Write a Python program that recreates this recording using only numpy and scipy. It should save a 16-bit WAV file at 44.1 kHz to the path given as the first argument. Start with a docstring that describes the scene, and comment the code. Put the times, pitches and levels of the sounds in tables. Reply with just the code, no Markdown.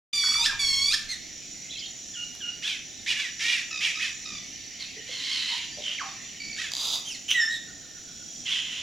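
"""A close mimic bird pipes, whistles, trills, squawks, scolds and rasps on a forest river bank at dawn.
Its calls are overtone stacks shaped by throat and beak, and roughness scatters them into noise; the rasp
is a run of ringing clicks. Other birds add short gliding notes, and a soft tail of sparse echoes answers.
Far birds chirp as a haze of tiny glides, and two kinds of insect buzz high as throbbing bands of noise.
Beneath lie a low murmur of air and water, as coloured noise, and a puff of wind on the microphones."""
import sys
import numpy as np
from scipy import signal
from scipy.io import wavfile
from scipy.ndimage import uniform_filter1d

SR = 44100
rng = np.random.default_rng(int(sys.argv[2]) if len(sys.argv) > 2 else 0)


def magnitude_from_level(level_db):
    """Linear magnitude for a level in decibels (20 dB per decade)."""
    exponent = np.asarray(level_db, float) / 20
    return 10 ** exponent


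def store_wav(level_fs):
    """Save 16-bit WAV to argv[1]."""
    pcm = np.round(np.clip(np.atleast_2d(level_fs), -1, 1) * 32767)
    wavfile.write(sys.argv[1], SR, pcm.T.astype(np.int16))


N = 388962

# long nasal notes that sag, then flip upward: start_s, flip_top_s, held_low_hz, effort_db
PIPED_NOTES = [(0.129, .462, 1130, -27), (0.59, 0.937, 1091, -26.5)]
# throat colour of the piped and sliding notes: frequency_hz, gain_db
PIPE_THROAT = [(1100, -26), (1750, -7.5), (2300, -7.5), (3400, -3.5), (4600, 1), (5800, -7), (9000, -20),
               (15000, -38.5)]
SAG, SAG_AT = .06, .44  # rise of pitch at the note's start, as a share; lowest point, as a share of the note
FLIP_S, FLIP_HZ, FLIP_DB = 0.011, 1773, 5.5  # time constant, pitch at the top, extra effort
RELEASE_S, RELEASE_DB = 0.029, -21  # after the top of the flip

# two-part whistles that drop onto one held pitch: start_s, end_s, effort_db
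DROPPED_WHISTLES = [(2.139, 2.243, -33.5), (2.402, 2.525, -32)]
# throat colour of the dropping whistles: frequency_hz, gain_db
WHISTLE_THROAT = [(1400, -8), (2900, 0), (3700, -8), (5600, -18), (14000, -51)]
DROP_HZ, HELD_HZ, DROP_S = 1745, 1431, 0.025  # first pitch, held pitch, time between them
WHISTLE_ONSET_DB = -7.5  # effort at the start, against the end

# whistles that hold a pitch, then slide off: start_s, bend_s, end_s, held_hz, last_hz, effort_db
SLIDES = [(1.086, 1.119, 1.15, 2124, 1783, -29), (7.049, 7.091, 7.17, 3164, 1780, -34.5),
          (7.494, 7.543, 7.58, 3850, 3480, -33.5)]
SLIDE_EDGE_DB = -9  # effort at both ends, against the bend

# one rough high cry: start_s, peak_s, end_s, pitch_hz, effort_db
SHRIEK = (7.279, 7.316, 7.344, 3010, -20.5)
# contour of the long whistle after it: time_s, pitch_hz, effort_db
LONG_WHISTLE = [(7.34, 2016, -35), (7.38, 1904, -22), (7.42, 1784, -23), (7.487, 1800, -29.5),
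                (7.505, 1897, -37.5), (7.57, 1845, -43)]
# throat colour of the shriek and the long whistle: frequency_hz, gain_db
SHRILL_THROAT = [(1900, 0), (3600, -19), (3850, -12), (5380, -5), (5680, -25), (7300, -19), (10000, -45)]

# notes chopped into throbs: start_s, end_s, first_hz, last_hz, effort_db
TRILLS = [(3.707, 3.802, 1315, 1204, -38), (3.951, 3.992, 1268, 1262, -39), (4.252, 4.388, 1268, 1163, -43),
          (6.398, 6.568, 2292, 2257, -42.5)]
# throat colour of the trills: frequency_hz, gain_db
TRILL_THROAT = [(1200, -0.5), (2500, 10.5), (5500, 8.5), (13000, -67)]
THROBS_PER_S = 62.9

# harsh calls on one arch of pitch and effort: start_s, peak_s, end_s, top_hz, effort_db, beak_hz
SQUAWKS = [(2.623, 2.687, 2.775, 873, -29.5, 3150), (3.06, 3.118, 3.145, 497, -25.5, 2700),
           (3.144, 3.2, 3.3, 579.3, -30, 2320), (3.392, 3.534, 3.62, 481.8, -25.5, 2460),
           (3.805, 3.853, 3.92, 476.5, -23, 2830), (3.993, 4.03, 4.11, 638.5, -27.5, 2620),
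           (6.564, 6.621, 6.7, 640, -32, 1960)]
# throat colour of the squawks and scolds: frequency_hz, gain_db
SQUAWK_THROAT = [(1500, -13.5), (1700, 2.5), (3600, 8), (4200, 1), (5500, 2.5), (15000, -33)]
SCOOP, DROOP, SNAP_S = .64, .72, .026  # first and last pitch as shares of the top; time to scoop up
ONSET_DB, SNAPPED_DB, END_DB = -12, -3, -13.5  # effort at start, after the scoop and at the end
STRAIN, BEAK_DB = .55, 8  # roughness 0-1 set at full effort; lift of the beak resonance

# rough calls around one pitch: start_s, end_s, effort_db, beak_hz
SCOLDS = [(4.786, 4.866, -37, 4040), (5.061, 5.257, -36.5, 3650), (5.186, 5.596, -31, 3720),
          (5.434, 5.666, -35.5, 3480), (5.813, 5.969, -33.5, 3120), (8.448, 8.617, -28, 2870),
          (8.561, 8.897, -35, 3260)]
SCOLD_HZ, SCOLD_ROUGH, SCOLD_BEAK_DB = 1021, .74, 14  # pitch, roughness 0-1, lift of the beak resonance

TOP_HZ = 15500  # no overtones above this
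GRAIN, GRAIN_HZ = .35, 130  # uneven pulsing of a rough voice: depth at full roughness, pace

# a rattle that speeds up into a rasp: time_s, clicks_per_s (centre of an uneven pace), effort_db
RASP = [(6.718, 50, -31), (6.76, 60, -33), (6.841, 550, -30.5), (6.949, 660, -30), (7, 570, -41)]
# throat resonances that the clicks ring: frequency_hz, width_hz (of each of two passes), level_db
RASP_THROAT = [(1000, 1000, -17), (3750, 900, 0), (4750, 550, -2), (6100, 1600, -5), (10000, 3000, -21)]

# series of one repeated note: (length_s, first_hz, last_hz, level_db), then a list of start_s
SERIES = [((.022, 3000, 1050, -35), [.228, .268, .305, .338]), ((.028, 5200, 5050, -35), [.25, .275, .305]),
          ((.05, 1520, 1420, -58), [7.67, 7.81, 7.94, 8.07, 8.19])]
# short single notes, mostly of other birds; the two near 0.48 s and 0.50 s are the falling end of the first
# piped note: start_s, length_s, first_hz, last_hz, level_db
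SINGLE_NOTES = [(0.378, 0.07, 926, 935, -43.5), (0.477, 0.031, 1796, 1600, -29),
                (0.502, 0.045, 1698, 856, -43), (4.306, 0.052, 210, 204, -47.5),
                (4.961, 0.049, 430, 442, -50.5), (5.09, 0.023, 565, 466, -44),
                (5.501, 0.06, 908, 970, -44.5), (5.715, 0.0507, 4670, 4800, -44),
                (5.772, 0.039, 588, 590, -41), (5.968, .07, 5000, 780, -34), (6.035, .06, 800, 770, -46),
                (7.581, 0.49, 1877, 1792, -58.5), (8.052, 0.51, 3460, 3210, -57),
                (8.347, 0.11, 3980, 5950, -53)]
# bursts of quick glides at scattered pitches: start_s, end_s, middle_hz, level_db
TWITTERS = [(1.69, 1.858, 3730, -44)]
TWEET_S, TWEET_SPREAD = .022, .17  # length of a glide; scatter of pitch as a share
# a dry snap: start_s, level_db
SNAPS = [(2.352, -30)]

# echo decay among trunks and water: frequency_hz, t60_s
WOODS_DECAY = [(1500, .55), (6000, .36)]
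# swell of the far birds: time_s, level_db
CHORUS_SWELL = [(0, -43.5), (2, -55), (6, -43), (8.2, -71)]
CHORUS_PER_S = 600  # average count of chirps, all pitches together

# insect crowds: band_hz, width_hz (of each of two passes), level_db, throbs_per_s, throb_depth 0-1
INSECTS = [(5827, 700, -45, 410, 0.2), (6873, 400, -48.5, 45, 0.21)]
# colour of the murmur of air and water: frequency_hz, relative density_db
AIR_COLOUR = [(25, -9.5), (260, -2.5), (500, -15), (730, -12.5), (1000, -28.5), (1500, -19.5), (4000, -9.5),
              (8500, -31), (15500, -34.5)]
AIR_DB = -49.5
# likeness of broad noise at the two microphones: frequency_hz, likeness 0-1
MIC_LIKENESS = [(30, 0.43), (400, 0.39), (3000, 0.8)]
# puffs of wind on the microphones: centre_s, half_length_s, level_db
GUSTS = [(0.643, 0.44, -46.5)]
RUMBLE_HZ = 83  # pace of the wind's rumble
START_S = .128  # silence before the sound opens


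def evened(x):
    """Scales a signal to an rms of 1."""
    return x / np.sqrt(np.mean(abs(x) ** 2) + 1e-20)


def read(points, hz):
    """Reads a curve of (frequency_hz, value) points along a log pitch scale."""
    f, value = np.transpose(points)
    return np.interp(np.log(hz + 1), np.log(f + 1), value)


def add(mix, start_s, sound):
    """Lays a sound into the mix at its start, cut off at the end of the mix."""
    part = mix[round(start_s * SR):][:len(sound)]
    part += sound[:len(part)]


def wobble(count, hz):
    """Complex random motion of rms 1 that changes about hz times a second."""
    warm_up = 2000
    z = rng.standard_normal(count + warm_up) + 1j * rng.standard_normal(count + warm_up)
    r = np.exp(-2 * np.pi * hz / SR)
    return evened(signal.lfilter([1], [1, -2 * r, r * r], z)[warm_up:])


def resonate(x, hz, width):
    """One resonance, as a shift to zero, a smoothing and a shift back."""
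    turn = np.exp(2j * np.pi * hz * np.arange(x.shape[-1]) / SR)
    r = np.exp(-np.pi * width / SR)
    return 2 * (turn * signal.lfilter([1 - r], [1, -r], x / turn)).real


def voice(rows, throat, rough, flutter=0.71, beak_hz=0, beak_db=0, edge_s=0.0041, blur_hz=420):
    """Overtones of the syrinx weighed by throat and beak; each flutters, and roughness scatters it into noise."""
    s, hz, effort_db = np.transpose(rows)
    t = np.arange(s[0], s[-1], 1 / SR)
    hz, effort_db = np.interp(t, s, hz), np.interp(t, s, effort_db)
    top_hz = hz.max()
    push = magnitude_from_level(effort_db - effort_db.max())
    roughness = np.clip(rough(hz, push), 0, 1)
    hz = hz * (1 + .07 * roughness * wobble(len(t), 25).real)  # a rough voice cannot hold its pitch

    k = np.arange(1, TOP_HZ // hz.min() + 1)[:, None]  # overtone numbers
    scatter = 1 - (1 - roughness) ** ((k * hz / 2600) ** 2)  # upper overtones scatter first
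    # the beak closes as the pitch sinks, so it keeps to the same overtones
    lift_db = beak_db * np.exp(-((k * top_hz - beak_hz) / 600) ** 2)
    weight = magnitude_from_level(read(throat, k * hz) + lift_db) * (k * hz < TOP_HZ)
    weight /= np.sqrt((weight ** 2).sum(0) / 2)

    steady = 1 + flutter * np.array([wobble(len(t), 45) for _ in k])
    # fills the gaps between close overtones
    scattered = np.array([wobble(len(t), min(hz.mean() / 2, blur_hz)) for _ in k])
    envelopes = np.sqrt(1 - scatter) * steady + np.sqrt(scatter) * scattered
    tones = envelopes * np.exp(2j * np.pi * k * np.cumsum(hz) / SR)
    edge = np.clip(np.minimum(t - s[0], s[-1] - t) / edge_s, 0, 1)
    grain = 1 + GRAIN * scatter.mean(0) * wobble(len(t), GRAIN_HZ).real
    return s[0], magnitude_from_level(effort_db) * edge * grain * (weight * tones.real).sum(0)


def pipe_contour(start_s, top_s, low_hz, db):
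    """Pitch and effort of one nasal note: a shallow sag, a steepening flip, a quick release."""
    t = np.linspace(start_s, top_s + RELEASE_S, num=200)
    flip = np.exp(np.minimum(t - top_s, 0) / FLIP_S)
    after = np.maximum(t - top_s, 0) / RELEASE_S
    progress = (t - start_s) / (top_s - start_s)
    held = low_hz * (1 + SAG * ((progress - SAG_AT) / SAG_AT) ** 2)
    hz = held + (FLIP_HZ - held) * flip
    return np.transpose([t, hz, db + FLIP_DB * flip + RELEASE_DB * after ** 2])


def piped_notes():
    """Nasal notes whose voice breaks into noise as it flips up."""
    for row in PIPED_NOTES:
        yield voice(pipe_contour(*row), PIPE_THROAT,
                    lambda hz, push: np.clip((hz - 1250) / 700, .02, .5), flutter=0.57, edge_s=0.0059)


def whistles():
    """Nearly pure voices: drops onto a held pitch, slides off one, and the long whistle."""
    for s, end_s, db in DROPPED_WHISTLES:
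        rows = [(s, DROP_HZ, db + WHISTLE_ONSET_DB),
                (s + DROP_S, HELD_HZ, db + WHISTLE_ONSET_DB / 2),
                (end_s, HELD_HZ, db)]
        yield voice(rows, WHISTLE_THROAT, lambda hz, push: .02,
                    flutter=0.61, beak_hz=2 * DROP_HZ, beak_db=12.5)
    for s, bend_s, end_s, held_hz, last_hz, db in SLIDES:
        rows = [(s, held_hz, db + SLIDE_EDGE_DB), (bend_s, held_hz, db), (end_s, last_hz, db + SLIDE_EDGE_DB)]
        yield voice(rows, PIPE_THROAT, lambda hz, push: .12, flutter=0.42)
    yield voice(LONG_WHISTLE, SHRILL_THROAT, lambda hz, push: .01, flutter=0.57)


def shriek():
    """One high voice, half rough, swelling to a peak and falling off."""
    s, peak_s, end_s, hz, db = SHRIEK
    rows = [(s, hz, db - 18), (peak_s, hz, db), (end_s, hz, db - 12)]
    yield voice(rows, SHRILL_THROAT, lambda hz, push: .5)


def trills():
    """Gliding voices chopped by a deep, regular swing of level."""
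    for s, end_s, first_hz, last_hz, db in TRILLS:
        s, tone = voice([(s, first_hz, db), (end_s, last_hz, db)], TRILL_THROAT,
                        lambda hz, push: .08, flutter=0.51, edge_s=0.00067)
        t = np.arange(len(tone)) / SR
        yield s, tone * (1 - 0.86 * np.cos(2 * np.pi * THROBS_PER_S * t))


def squawks():
    """Arched voices, clear at both ends and rough while pushed hard."""
    for s, peak_s, end_s, hz, db, beak_hz in SQUAWKS:
        rows = [(s, SCOOP * hz, db + ONSET_DB), (s + SNAP_S, .96 * hz, db + SNAPPED_DB),
                (peak_s, hz, db), (end_s, DROOP * hz, db + END_DB)]
        yield voice(rows, SQUAWK_THROAT, lambda hz, push: STRAIN * push ** 2,
                    flutter=0.56, beak_hz=beak_hz, beak_db=BEAK_DB, edge_s=0.0014)


def scolds():
    """Voices rougher than squawks from start to end, the overtones blurred into bands."""
    for s, end_s, db, beak_hz in SCOLDS:
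        rows = [(s, SCOLD_HZ, db - 8), ((2 * s + end_s) / 3, SCOLD_HZ, db), (end_s, SCOLD_HZ, db - 3.5)]
        yield voice(rows, SQUAWK_THROAT, lambda hz, push: SCOLD_ROUGH,
                    beak_hz=beak_hz, beak_db=SCOLD_BEAK_DB, edge_s=0.016, blur_hz=SCOLD_HZ / 3)


def rasp():
    """Uneven clicks of uneven size ring the throat."""
    s, rate, effort_db = np.transpose(RASP)
    t = np.arange(s[0], s[-1], 1 / SR)
    rate = np.interp(t, s, rate)
    turns = np.cumsum(rate * abs(1 + 0.27 * wobble(len(t), 150))) / SR
    clicks = np.diff(np.floor(turns), prepend=-1) * magnitude_from_level(1.5 * rng.standard_normal(len(t)))
    # each click is a short burst of noise
    drive = signal.lfilter([1], [1, -.985], clicks) * rng.standard_normal(len(t))
    ring = sum(magnitude_from_level(db) * evened(resonate(resonate(drive, f, w), f, w)) for f, w, db in RASP_THROAT)
    # dividing by the root of the pace keeps crowded clicks from growing louder
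    return s[0], magnitude_from_level(np.interp(t, s, effort_db)) * evened(ring / np.sqrt(rate))


def note(start_s, length_s, first_hz, last_hz, db):
    """A husky sine glide, quick at first, its level shaken at random."""
    u = np.arange(0, 1, 1 / (length_s * SR))
    hz = first_hz * (last_hz / first_hz) ** (u ** .65)
    husk = 1 + .9 * wobble(len(u), 150).real
    edge = signal.windows.tukey(len(u), .3)
    return start_s, magnitude_from_level(db) * husk * edge * np.sin(2 * np.pi * np.cumsum(hz) / SR)


def short_notes():
    """Repeated and single notes, each one husky glide."""
    for shape, starts in SERIES:
        for s in starts:
            yield note(s, *shape)
    for row in SINGLE_NOTES:
        yield note(*row)


def twitters():
    """Overlapping quick glides with random pitch, slope and level."""
    for s, end_s, hz, db in TWITTERS:
        for at in np.arange(s, end_s, TWEET_S / 4):
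            first, slope, size = rng.standard_normal(3)
            first_hz = hz * (1 + TWEET_SPREAD * first)
            last_hz = hz * (1 + TWEET_SPREAD * (first + slope / 2))
            yield note(at, TWEET_S, first_hz, last_hz, db + 3 * size)


def snaps():
    """Dry snaps: a few milliseconds of dying noise."""
    for s, db in SNAPS:
        decay = np.exp(-np.arange(200) / 24)
        yield s, magnitude_from_level(db) * wobble(200, 5900).real * decay


def birds():
    """Every call that stands out, and the snap, before the woods answer."""
    mix = np.zeros(N)
    for calls in (piped_notes(), whistles(), shriek(), trills(), squawks(), scolds()):
        for call in calls:
            add(mix, *call)
    # a small throat carries no bass
    mix = signal.sosfilt(signal.butter(4, 1000, "highpass", fs=SR, output="sos"), mix)
    for sounds in (short_notes(), twitters(), snaps()):
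        for sound in sounds:
            add(mix, *sound)
    add(mix, *rasp())
    return mix


def woods(x):
    """Sparse echoes of random sign off trunks and water, the treble dying first."""
    taps = np.zeros((2, SR))
    at = np.arange(300, SR - 20, 20) + rng.integers(0, 20, (2, (SR - 301) // 20))
    np.put_along_axis(taps, at, rng.choice([-1., 1.], at.shape), 1)
    taps[1] = 0.72 * taps[0] + 0.58 * taps[1]  # the two sides are partly alike
    hz, t, z = signal.stft(taps, SR, nperseg=256)
    decay = magnitude_from_level(-60 * t / read(WOODS_DECAY, hz)[:, None])
    tail = signal.istft(z * decay, SR, nperseg=256)[1]
    return signal.fftconvolve(x[None], tail / np.linalg.norm(tail[0]), axes=1)[:, :N]


def chorus():
    """Far birds: hundreds of tiny glides a second at scattered pitches."""
    out, u = np.zeros(N), np.linspace(0, 1, num=1000)
    for hz in np.geomspace(1800, 5000, num=40):
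        turns = np.cumsum(hz * (1 + .12 * rng.standard_normal() * (u - .5))) / SR
        chirp = np.sin(np.pi * u) * np.sin(2 * np.pi * turns)
        starts = rng.random(N) < CHORUS_PER_S / 40 / SR
        sizes = magnitude_from_level(2.5 * rng.exponential(1, N))
        out += signal.oaconvolve(starts * sizes, chirp)[:N]
    return evened(out) * magnitude_from_level(np.interp(np.arange(N) / SR, *np.transpose(CHORUS_SWELL)))


def rfft_hz():
    """Frequencies of the noise painter's bins."""
    return np.fft.rfftfreq(1024, 1 / SR)


def pair(spectrum_db):
    """Noise of a given colour, partly alike at the two microphones, in drifting patches."""
    a, b, c, d, patches = rng.standard_normal((N // 256 + 5, 513, 5)).T
    patches = uniform_filter1d(patches, size=12, axis=0)  # across frequency
    patches = evened(uniform_filter1d(patches, size=14, axis=1))  # along time
    same = np.clip(read(MIC_LIKENESS, rfft_hz()), -1, 1)[:, None]
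    left, other = a + 1j * b, c + 1j * d
    z = np.array([left, same * left + np.sqrt(1 - same ** 2) * other])
    z *= magnitude_from_level(spectrum_db[:, None] + patches)
    return evened(signal.istft(z, nperseg=1024, noverlap=768)[1][:, :N])


def insects():
    """Crowds of wings and membranes: noise in one resonance each, throbbing at the stroke rate."""
    out, t = np.zeros((2, N)), np.arange(N) / SR
    drive = pair(0 * rfft_hz())
    for hz, width, db, rate, depth in INSECTS:
        band = evened(resonate(resonate(drive, hz, width), hz, width))
        throb = 1 + depth * np.cos(2 * np.pi * rate * t + .5 * wobble(N, 0.72).real)
        drift_db = 2.26 * wobble(N, 0.68).real
        out += magnitude_from_level(db + drift_db) * throb * band
    return out


def murmur():
    """Air and water: a bed of noise coloured toward the bass."""
    return magnitude_from_level(AIR_DB) * pair(read(AIR_COLOUR, rfft_hz()))


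def wind():
    """Low rumble, unrelated at the two microphones, rising in gusts."""
    t = np.arange(N) / SR
    level = sum(magnitude_from_level(db) * np.exp(-((t - s) / half) ** 2) for s, half, db in GUSTS)
    return level * evened(np.array([wobble(N, RUMBLE_HZ).real, wobble(N, RUMBLE_HZ).real]))


def scene():
    """Near calls over their echoes and the background, both leaning to the right."""
    near = birds()
    far = magnitude_from_level(-4) * woods(near) + woods(chorus()) + insects() + murmur() + wind()
    return near * magnitude_from_level(np.array([[-1.4], [1.4]])) + far * magnitude_from_level(np.array([[-1.1], [1.1]]))


def band_limit(x):
    """A steep low-pass at the top of the band."""
    return signal.sosfilt(signal.butter(12, 15960, fs=SR, output="sos"), x)


def record(dry):
    """The sound opens abruptly after a short silence."""
    opening = np.clip((np.arange(N) / SR - START_S) / 0.0026, 0, 1)
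    return band_limit(dry * opening)


dry = scene()
out = record(dry)
store_wav(out)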